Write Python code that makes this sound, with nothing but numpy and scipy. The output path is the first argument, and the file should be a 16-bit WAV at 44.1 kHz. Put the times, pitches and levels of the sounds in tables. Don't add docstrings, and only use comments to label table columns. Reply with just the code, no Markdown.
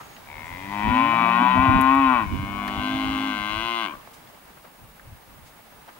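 import sys
import numpy as np
from scipy import signal
from scipy.fft import rfft, irfft, next_fast_len
from scipy.io import wavfile
from scipy.ndimage import uniform_filter1d

SR = 44100
rng = np.random.default_rng(int(sys.argv[2]) if len(sys.argv) > 2 else 0)


def store_pcm(level_fs):
    pcm = np.round(np.clip(level_fs, -1, 1) * 32767).astype(np.int16)
    wavfile.write(sys.argv[1], SR, np.atleast_2d(pcm).T)


def how_loud(loudness_db):
    steps = np.asarray(loudness_db, float) / 20
    return 10 ** steps


N = 264159
HOP = 128


def rms_one(x):
    return x / np.sqrt(np.mean(x ** 2) + 1e-20)


def at_hz(points, hz):
    points_hz, values = np.transpose(points)
    return np.interp(np.log(hz), np.log(points_hz), values)


def along(rows, t):
    s, *columns = np.transpose(rows)
    return [np.interp(t, s, c) for c in columns]


def span(rows):
    s = np.transpose(rows)[0]
    start = int(s[0] * SR)
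    t = np.arange(start, int(s[-1] * SR)) / SR
    edges = np.clip(np.minimum(t - s[0], s[-1] - t) / 0.012, 0, 1)
    return start, along(rows, t), edges


def place(x, start):
    return np.pad(x, (start, N - start - len(x)))


def band(x, low_hz, high_hz):
    edges_hz = [low_hz, min(high_hz, SR / 2.2)]
    return signal.sosfilt(signal.butter(2, edges_hz, "band", fs=SR, output="sos"), x)


def drift(rate_hz, size=N):
    r = np.exp(-2 * np.pi * rate_hz / SR * 20)
    noise = rng.standard_normal(size // 20 + 3002)
    slow = signal.lfilter([1], [1, -2 * r, r * r], noise)[3000:]
    return np.interp(np.arange(size) / 20, np.arange(len(slow)), rms_one(slow - slow.mean()))


def causal(log_gain):
    quefrency = irfft(log_gain, axis=0)
    half = len(quefrency) // 2
    quefrency[1:half] *= 2
    quefrency[half + 1:] = 0
    return np.exp(rfft(quefrency, axis=0))


def yard():
    # hz, density_db_per_hz
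    spectrum = [(13, -37), (22, -2), (105, -1.5), (181, 3), (289, -1.5), (435, -3), (840, 1.5),
                (1860, -5.5), (2070, -4.5), (3040, -10), (7300, -19), (12600, -27.5), (14100, -21.5),
                (15300, -15)]
    # start_s, level_db
    level_rows = [(0.0, -55), (0.33, -57), (0.78, -51.5), (2.5, -54.5), (3.1, -52), (3.639, -54.5),
                  (3.8, -57), (4.99, -61.5), (5.99, -59.5)]
    # hz, likeness_0_to_1
    likeness = [(60, 1), (380, 0.42), (950, 0.32), (2400, 0.013), (6000, 0.032), (9000, 0.62), (12000, 1)]
    out, together = 0, drift(30)
    edges_hz = 20 * 2 ** np.arange(0, 9.7, .4)
    white = rng.standard_normal((2, 2, N))
    for k, (low, high) in enumerate(zip(edges_hz, edges_hz[1:])):
        mid, side = band(white[k % 2], low, high)
        hz = np.sqrt(low * high)
        alike = np.clip(at_hz(likeness, hz), 0, 0.98)
        patchy_db = 1.1 / (1 + hz / 3000)
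        gain = how_loud(at_hz(spectrum, hz) + patchy_db * (together + drift(36)))
        out = out + gain * (np.sqrt(1 + alike) * mid + np.sqrt(1 - alike) * side * [[1], [-1]])
    level_db, = along(level_rows, np.arange(N) / SR)
    return rms_one(out) * how_loud(level_db + 10)


def hiss():
    noise = rng.standard_normal(N) + 0.37 * rng.standard_normal((2, N))
    return how_loud(-61.5) * rms_one(band(noise, 8500, 15000))


def whine():
    # pitch_hz, level_db
    tones = [
        (15525, -76),
        (15625, -64),
    ]
    out, t = np.zeros(N), np.arange(N) / SR
    for hz, db in tones:
        level_db = db + .8 * drift(7.2) + 1.7 * drift(45)
        out += np.sqrt(2) * how_loud(level_db) * np.sin(2 * np.pi * hz * t)
    return out


def insect_trill():
    # pitch_hz, level_db, end_s
    trill = (6650, -62, .17)
    hz, db, end_s = trill
    t = np.arange(N) / SR
    fade = np.clip((end_s - t) / .005, 0, 1)
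    return how_loud(db + 3.5 * drift(60)) * np.sin(2 * np.pi * hz * t) * fade


def rustles():
    # start_s, peak_db, centre_hz, half_width_octaves, decay_t60_s
    events = [(.0, -33, 1110, 0.33, 0.076), (0.165, -41, 2250, 0.54, 0.026), (.43, -52, 6860, 0.25, 0.28),
              (.45, -57, 9700, .3, .25), (0.866, -27, 170, 2.7, 0.1), (1.699, -23, 133.1, 0.6, 0.3),
              (2.315, -23.5, 232, 0.33, 0.13), (2.6772, -25, 1670, 0.64, 0.048),
              (1.94, -47, 10800, 0.36, 0.076), (4.072, -39, 800, 0.95, 0.044),
              (4.13, -44.5, 4560, 1.3, 0.098), (4.272, -47, 940, 1.9, 0.033),
              (4.326, -42, 624, 0.17, 0.093), (4.569, -45.5, 900, 0.72, 0.058),
              (4.643, -39, 690, 1.05, 0.078), (4.995, -39, 1510, 0.26, 0.026),
              (5.45, -47.5, 3000, 1.2, 0.17), (5.586, -45.5, 736, 0.42, 0.056),
              (5.874, -35.5, 800, 0.99, 0.11)]
    out, t = np.zeros((2, N)), np.arange(int(.2 * SR)) / SR
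    for s, db, hz, octaves, t60 in events:
        rise_s = min(t60 / 6, 2 * t60 ** 2)
        noise = rng.standard_normal((3, len(t)))
        noise = noise[0] + 1.25 * noise[1:]
        burst = rms_one(band(noise, hz / 2 ** octaves, hz * 2 ** octaves))
        burst *= np.minimum(t / rise_s, 1) * how_loud(db + 2.5 - 60 * t / t60)
        i = int(s * SR)
        out[:, i:i + len(t)] += burst[:, :N - i]
    return out


def buffeting(side):
    # start_s, peak_db, left_minus_right_db, hold_s
    gust_rows = [(0, -53, -4, .01), (0.514, -36, -5, 0.017), (0.642, -65, 8, 0.0059),
                 (0.87, -18, 1.5, 0.0088), (1.13, -35.5, 6, 0.0083), (1.56, -21, 4, 0.04),
                 (1.7, -18.5, -6.5, 0.095), (1.794, -21.5, -7.5, 0.0088), (1.944, -31.5, 0, 0.12),
                 (2.153, -34, 7, 0.0094), (2.244, -28.5, 1, 0.022), (2.327, -21.5, -9, 0.0094),
                 (2.4, -24.5, -2, 0.023), (2.5, -36, -8, 0.099), (2.785, -27.5, 1, 0.0085),
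                 (2.936, -33, -4.5, 0.0087), (3.058, -36, -21.5, 0.026), (3.106, -30, 2, 0.0098),
                 (3.275, -41.5, -5, 0.0089), (3.404, -38, 4, 0.0078), (3.511, -35.5, 3, 0.08),
                 (3.597, -38, -7, 0.039), (3.95, -46.5, -1, 0.03), (4.252, -61, -4, 0.027),
                 (4.822, -47, 0, 0.055), (5.058, -44, -1, 0.069), (5.298, -46, -0.5, 0.13),
                 (5.74, -59, 3, 0.046)]
    # start_s, level_db
    breeze = [(0, -75), (.4, -42.5), (.8, -45), (1.4, -47), (2.55, -36), (3.2, -44), (3.75, -83),
              (4.95, -67), (5.99, -72)]
    rise_db_per_s, fall_db_per_s = 359, 222
    t = np.arange(0, N, HOP) / SR
    s, db, pan_db, hold_s = np.transpose(gust_rows)[:, :, None]
    rising = rise_db_per_s * (s - t)
    falling = fall_db_per_s * np.maximum(t - s - hold_s, 0)
    gusts = db + side * pan_db - np.maximum(rising, falling)
    return np.interp(np.arange(N) / SR, t, np.maximum(gusts.max(0), along(breeze, t)[0]))


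def wind():
    common, *own = rng.standard_normal((3, N))
    out = []
    for side, noise in zip((.5, -.5), own):
        air = 0.37 * common + .5 * noise
        level = buffeting(side) + 2.3 * drift(15)
        low = rms_one(band(band(air, 60, 151), 43, 234)) * how_loud(level - 3.5)
        high_db = level - 11 + 0.39 * (level + 33.5)
        high = rms_one(band(band(air, 109, 272), 91, 284)) * how_loud(high_db)
        deep_db = level - 12.5 - 0.28 * (level + 30.5)
        deep = rms_one(band(common + 0.3 * noise, 32, 57.5)) * how_loud(deep_db)
        out.append(deep + low + high)
    return np.array(out)


def voice(pitch_rows, effort_rows, mouth_rows, chest, bright):
    # start_s, end_s, swell_db, fade_s, falter_db
    nose_opens = (1.535, 2.16, 10.4, 0.031, 9.5)
    middling_db, chest_full_hz = -35, 104.3
    start, (pitch,), edges = span(pitch_rows)
    t = (start + np.arange(len(pitch))) / SR
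    pitch = uniform_filter1d(pitch, size=700)
    effort, = along(effort_rows, t)
    stretch, opening, hoarse, push_db, lips = along(mouth_rows, t)

    begin, end, swell_db, fade, falter_db = nose_opens
    swell = swell_db * np.clip(np.minimum(t - begin, end - t) / fade, 0, 1)
    swell -= falter_db * np.exp(-((t - begin + fade) / fade) ** 2)

    base_db, effort_share, db_per_octave, tiring_db_per_s = chest
    chest_db = base_db + effort_share * (effort - middling_db) + swell
    chest_db += db_per_octave * np.log2(np.minimum(pitch, chest_full_hz) / 100)
    chest_db += tiring_db_per_s * (t - t[0])

    base_db, effort_share, opening_db = bright
    bright_db = base_db + effort_share * (effort - middling_db) + opening_db * opening
    bright_db = np.minimum(bright_db, effort + 2) + push_db
    return start, (pitch, chest_db, effort, bright_db, stretch, opening, hoarse, lips), edges


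def throat_gain(hz, stretch, opening, lips, throat, split_hz, top_hz, damping, notch_hz, notch_width):
    lips_rule_above_hz = 1300
    leak = 0.05
    widening = np.maximum(1 + damping * (1 - np.clip(opening, 0, 1)), 1 / 4)
    tract = spread = 0
    for k, (centre_hz, width, open_db, closed_db, lift) in enumerate(throat):
        db = closed_db + (open_db - closed_db) * np.clip(opening, -1, 1)
        width = width * widening
        if centre_hz > lips_rule_above_hz:
            centre = centre_hz * (1 + lift * lips)
        else:
            centre = centre_hz * np.clip(stretch, .85, 1.15)
        ring = how_loud(db) * 1j * width * hz / (centre ** 2 - hz ** 2 + 1j * width * hz)
        sign = (-1) ** (k * (centre_hz < 3200))
        tract = tract + sign * ring
        spread = spread + abs(ring) ** 2 * (hz > split_hz[0])
    tract = np.sqrt(abs(tract) ** 2 + leak * spread)
    tract = tract * ((450 ** 2 - hz ** 2 + 70j * hz) / (450 ** 2 - hz ** 2 + 220j * hz)) ** 2
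    notch_width = notch_width * (1 + 2.7 * np.clip(lips, 0, .4))
    off_notch = notch_hz ** 2 - hz ** 2
    tract = tract * (off_notch + 1j * notch_width * hz) / (off_notch + 380j * hz)
    return abs(tract / (1 - (hz / top_hz) ** 2 + 1j * hz / top_hz) ** 3)


def bawl(controls, throat, split_hz, count, jitter, breath_db, top_hz, damping, notch_hz, notch_width):
    start, (pitch, *parts_db, stretch, opening, hoarse, lips), edges = controls
    size = len(pitch)
    phase = 2 * np.pi * np.cumsum(pitch * (1 + jitter * hoarse * drift(86, size))) / SR
    hz = np.arange(1, count + 1)[:, None] * pitch[::HOP]
    tract = throat_gain(hz, stretch[::HOP], opening[::HOP], lips[::HOP], throat, split_hz, top_hz,
                        damping, notch_hz, notch_width)
    part = (hz > split_hz[0]) * 1 + (hz > split_hz[1])
    gain = np.zeros(hz.shape)
    for k, db in enumerate(parts_db):
        power = uniform_filter1d((tract ** 2 * (part == k)).sum(0) / 2, size=9)
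        gain += (part == k) * how_loud(db[::HOP]) / np.sqrt(power + 1e-12)
    level = np.log(tract * gain + 1e-9)
    pulse = -causal(np.vstack([level[:1], level]))[1:]

    fine, n = np.arange(0, size + HOP, HOP / 2), np.arange(size)
    noise = rng.standard_normal((2, count, len(fine)))
    real, imaginary = np.sqrt(5) * uniform_filter1d(noise, size=5, axis=1)
    breath = how_loud(breath_db) * np.clip(hoarse, 0, 1 / 6) * (1 + 2 * np.clip(opening, 0, 1)) / 3
    out = np.zeros(size)
    for k, row in enumerate(pulse):
        puff = np.interp(n, fine, real[k] + 1j * imaginary[k]) * min(k / 9, 2) ** 0.95
        wander_db = 1.4 * min(k / 9, 1) * drift(5.3, size)[::HOP]
        line = np.interp(n, n[::HOP], row * how_loud(wander_db)) * (1 + breath * puff)
        lag = .001 * k ** 2
        out += np.real(line * np.exp(1j * ((k + 1) * phase - lag)))
    return place(out * edges, start)


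def to_ports(x, balance, lag_samples):
    size = 2 * next_fast_len(N // 2 + SR)
    hz = np.arange(size // 2 + 1) * SR / size + 1e-3
    ratio = how_loud(-at_hz(balance, hz))

    def late(s):
        return np.exp(-2j * np.pi * hz * s)

    def sheds():
        echoes = sum(how_loud(-21 - 27.3 * s) * late(s) for s in rng.uniform(.015, .1, 9))
        return echoes / (1 + 1j * hz / 2500)

    left = causal(np.log(2 / (1 + ratio))) * late(lag_samples / SR) + sheds()
    right = causal(np.log(2 * ratio / (1 + ratio))) * (1 + 0.11 * late(0.00126)) + sheds()
    return irfft(rfft(x, size) * np.array([left, right]), size)[:, :N]


def first_calf():
    # start_s, pitch_hz
    fold_pitch = [(.2, 66), (.45, 81.9), (.62, 95), (.7, 100.2), (.82, 104.8), (.97, 113.1),
                  (1.03, 115.7), (1.108, 116.3), (1.218, 115), (1.307, 115.8), (1.505, 126.1), (1.594, 128.3),
              (1.649, 132.9), (1.672, 130.2),
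                  (1.772, 131.9), (1.852, 131.3), (1.91, 134.6), (1.982, 136.5), (2.092, 129.7), (2.12, 127.8),
               (2.17, 118.9), (2.3, 87.76)]
    # start_s, level_db
    effort = [(0.199, -76), (.3, -46.5), (0.679, -43), (.73, -32.5), (0.979, -21), (1.7, -18.5),
              (2.17, -19), (2.235, -28), (2.265, -51)]
    # start_s, throat_stretch_ratio, opening_0_to_1, hoarseness_0_to_1, bright_push_db, lips_drawn_0_to_1
    mouth = [(.29, 0.86, 0.4, 0.2, -2, 0.79), (.5, 0.89, 0.24, 0.2, 1, 0.46),
             (.7, 0.87, 0.56, 0.4, -1.5, 0.3), (0.959, 0.9, 1, 0.36, 2.5, 0.08),
             (1.251, 0.99, 0.95, 0.16, 1.5, 0.11), (1.5, 0.92, 1, 0.4, 0, 0.12),
             (1.84, 0.946, 0.94, 0.31, -2.5, 0.14), (2.18, 0.96, 0.97, 0.14, -1, 0.09),
             (2.3, 0.9, 1, 0.2, -7, 0.22)]
    # centre_hz, width_hz, open_db, closed_db, drawn_lips_rise_share
    throat = [(280, 19.5, 11, -1, 0), (623, 13.3, -1.5, 14, 0), (800, 374, -7.5, 0, 0),
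              (1113, 56, 9, 10, 0), (1403, 30.6, -1, -39, 0.15), (1844, 78, -7, 1.5, 0.29),
              (2279, 41, -5, -10, 0.15), (2565, 79, -8, -17, 0), (2945, 51, -16, -19.5, 0.31),
              (3305, 122, -21, -27, 0.18), (3767, 47, -22.5, -37, 0.058), (1564, 84, -12.5, -54, .05),
              (111, 57, -21, -7, 0)]
    # hz, left_minus_right_db
    balance = [(60, 9.5), (110, 1), (200, 2.5), (380, -1), (700, 13), (1290, 10), (2380, 13), (4400, 9.5),
               (8120, 15), (15000, 25)]
    chest = (-39, 0.1, 58, 0.97)   # base_db, effort_share, db_per_octave, tiring_db_per_s
    bright = (-36.5, 0.51, -1.73)   # base_db, effort_share, opening_db
    controls = voice(fold_pitch, effort, mouth, chest, bright)
    call = bawl(controls, throat, (470, 1750), count=58, jitter=.018, breath_db=-3.5, top_hz=4000,
                damping=0.59, notch_hz=1600, notch_width=310)
    return to_ports(call, balance, lag_samples=-2.5)


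def hum(rows, head, count=4):
    start, (pitch, db), edges = span(rows)
    phase = 2 * np.pi * np.cumsum(pitch * (1 + 0.01 * drift(31.6, len(pitch)))) / SR
    out = sum(how_loud(db + at_hz(head, k * pitch)) * np.sin(k * phase) for k in range(1, count + 1))
    return place(np.sqrt(2) * out * edges, start)


def far_hums():
    # start_s, pitch_hz, level_db
    rising = [(.85, 121.4, -28), (.92, 124.6, -1.5), (1.01, 131.3, -1), (1.11, 152.8, -2.5),
              (1.23, 182.6, 0.5), (1.4, 188.1, 3.5), (1.51, 189.8, 5.5), (1.6, 184, 3), (1.7, 164, -1)]
    level = [(2.45, 232.5, -58), (2.5, 230.5, -45), (2.574, 244.7, -43.5), (2.784, 257.2, -31.5),
             (2.952, 263.8, -23.5), (3.1, 267.5, -23.5), (3.3, 266.5, -24.5), (3.37, 241, -41.5),
             (3.42, 235, -43)]
    faint = [(2.6, 232, -46), (2.75, 231, -49), (2.95, 225.5, -46), (3.1, 214.4, -48), (3.15, 212.3, -59)]
    dropping = [(2.45, 112, -49), (2.6, 125, -46.5), (2.78, 129.3, -40.5), (3.0, 134.6, -54),
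                (3.07, 133, -47), (3.14, 124.3, -44), (3.22, 118.6, -44), (3.27, 118.5, -50)]
    # hz, gain_db
    rising_head = [(135, -41), (190, -34.5), (255, -21.5), (290, -29), (320, -38), (400, -61), (570, -57),
                   (740, -43)]
    level_head = [(250, 0), (500, -46), (790, -19.5), (1040, -22)]
    faint_head = [(225, -29), (450, -43), (680, 3.5), (900, -35)]
    dropping_head = [(130, -11), (260, -3), (380, -7.5), (520, -30), (650, -8.5), (770, 1), (900, -12),
                     (1030, -19)]
    out = hum(rising, rising_head) + hum(level, level_head)
    return out + hum(faint, faint_head) + hum(dropping, dropping_head, count=8)


def grunt(rows, low_hz, high_hz, skirt):
    start, (db,), edges = span(rows)
    noise = band(rng.standard_normal(len(db)), low_hz, high_hz)
    noise = rms_one(band(noise, low_hz / skirt, high_hz * skirt))
    return place(noise * how_loud(db + 5) * edges, start)


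def far_grumbles():
    # start_s, level_db
    grumble = [(1.1, -50), (1.142, -46), (1.25, -37.5), (1.292, -74), (1.376, -60), (1.404, -29),
               (1.464, -34), (1.502, -70), (1.52, -45)]
    rasp = [(1.12, -36), (1.2, -44.5), (1.3, -43), (1.36, -51), (1.52, -52), (1.57, -37.5), (1.72, -40),
            (1.77, -40), (1.81, -52)]
    return grunt(grumble, 240.5, 282, skirt=1.3) + grunt(rasp, 652.6, 817, skirt=1.09)


def thumps():
    # start_s, peak_db, start_hz, end_hz, length_s
    events = [
        (1.678, -17.5, 162, 91, 0.037),
        (2.391, -22.5, 172, 63.7, 0.048),
        (5.045, -45, 111, 60.3, .06),
        (5.124, -36, 120, 60, 0.018),
        (5.414, -44, 120, 60, 0.027),
    ]
    out = np.zeros(N)
    for s, db, start_hz, end_hz, length in events:
        u = np.arange(int(length * SR)) / (length * SR)
        hz = end_hz + (start_hz - end_hz) * np.exp(-3.5 * u)
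        swing = np.sin(np.pi * u ** 0.5) * np.sin(2 * np.pi * np.cumsum(hz) / SR)
        i = int(s * SR)
        out[i:i + len(u)] += how_loud(db) * swing
    return out


def ticks():
    # start_s, peak_db
    events = [
        (1.8131, -15.5),
        (1.8206, -25),
        (1.8219, -29),
        (2.6785, -28),
    ]
    clicks = np.full(N, 1e-18)
    for s, db in events:
        clicks[int(s * SR)] = 3 * how_loud(db)
    return band(band(clicks, 8800, 17330), 5600, 15000)


def second_calf():
    # start_s, pitch_hz
    drone = [(2.22, 94.46), (2.446, 97.96), (2.632, 101.6), (2.756, 101.5), (2.938, 104.9), (3.06, 106.1),
             (3.38, 103.4)]
    swell = [(3.479, 104.3), (3.539, 106.7), (3.631, 114.1), (3.701, 116.4), (3.76, 115.5), (3.815, 113.6),
             (3.839, 107.3), (3.88, 89.1)]
    creak = [(3.903, 74), (3.93, 68), (4.0, 62)]
    # start_s, level_db
    effort = [(2.219, -44.5), (2.42, -37.5), (2.6, -32.5), (2.9, -33.5), (3.07, -32), (3.84, -30),
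              (3.9, -34), (3.949, -40.5), (4.0, -69)]
    # start_s, throat_stretch_ratio, opening_minus_1_to_1, hoarseness_0_to_1, bright_push_db,
    # lips_drawn_share
    mouth = [(2.25, 0.92, -0.27, 0.081, 9, 0.49), (2.36, 0.955, 0.55, 0.11, 0.5, 0.39),
             (2.59, 0.99, 0.4, 0.16, 1.7, 0.39), (2.85, 0.96, 0.98, 0.29, 0.2, 0.24),
             (3.4, 1.005, 0.94, 0.09, -0.3, 0.23), (3.65, 0.97, 0.98, 0.062, 1.5, .01),
             (3.86, 0.998, 0.96, 0.12, 1, 0.24), (3.92, 0.89, -0.073, 0.06, 1, 1),
             (3.96, 1.08, -0.6, 0.1, -18, 1.05)]
    # centre_hz, width_hz, open_db, closed_db, drawn_lips_rise_share
    throat = [(338, 62, 1, -6.5, 0), (669, 108, 6, -28.5, 0), (1087, 82, 15, -13.5, 0),
              (1553, 38, 12.5, -29, 0.013), (6030, 980, -25.5, -64, 0.028), (2042, 81, 9.5, -1, 0.16),
              (2376, 275, 0, -8, 0.0046), (2780, 320, 3.5, -23, 0.094), (3444, 57, 3, -22, 0.022),
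              (4025, 86, -2.5, -31, 0.0093), (4495, 69, -8.5, -39, 0.05), (2854, 67, -2.5, -7.5, 0.11),
              (10200, 170, -29.5, -74, 0.072), (206.5, 13.7, -2.5, -4.5, 0)]
    # hz, left_minus_right_db
    balance = [(60, 21), (110, 7), (200, 0.5), (380, 0.5), (700, 9.5), (1290, 10), (2380, 14), (4400, 11.5),
               (8120, 5), (15000, 7)]
    chest = (-36, 0.74, 0, -4.5)   # base_db, effort_share, db_per_octave, tiring_db_per_s
    bright = (-46.5, 0.65, 10.53)   # base_db, effort_share, opening_db
    controls = voice([*drone, *swell, *creak], effort, mouth, chest, bright)
    call = bawl(controls, throat, (470, 1800), count=104, jitter=.015, breath_db=-4, top_hz=14000,
                damping=-0.57, notch_hz=1920, notch_width=150)
    return to_ports(call, balance, lag_samples=-3.5)


def scene():
    background = yard() + hiss() + whine() + insect_trill()
    trough = rustles() + ticks()
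    air = wind() + thumps()
    calves = first_calf() + second_calf()
    herd = far_hums() + far_grumbles()
    return background + trough + air + calves + herd


def roll_off(x):
    return signal.sosfilt(signal.butter(12, 17010, fs=SR, output="sos"), x)


def record(dry):
    low_pass = signal.ellip(10, .5, 60, 15850, fs=SR, output="sos")
    mix = signal.sosfilt(low_pass, dry)
    return roll_off(mix)


dry = scene()
out = record(dry)
store_pcm(out)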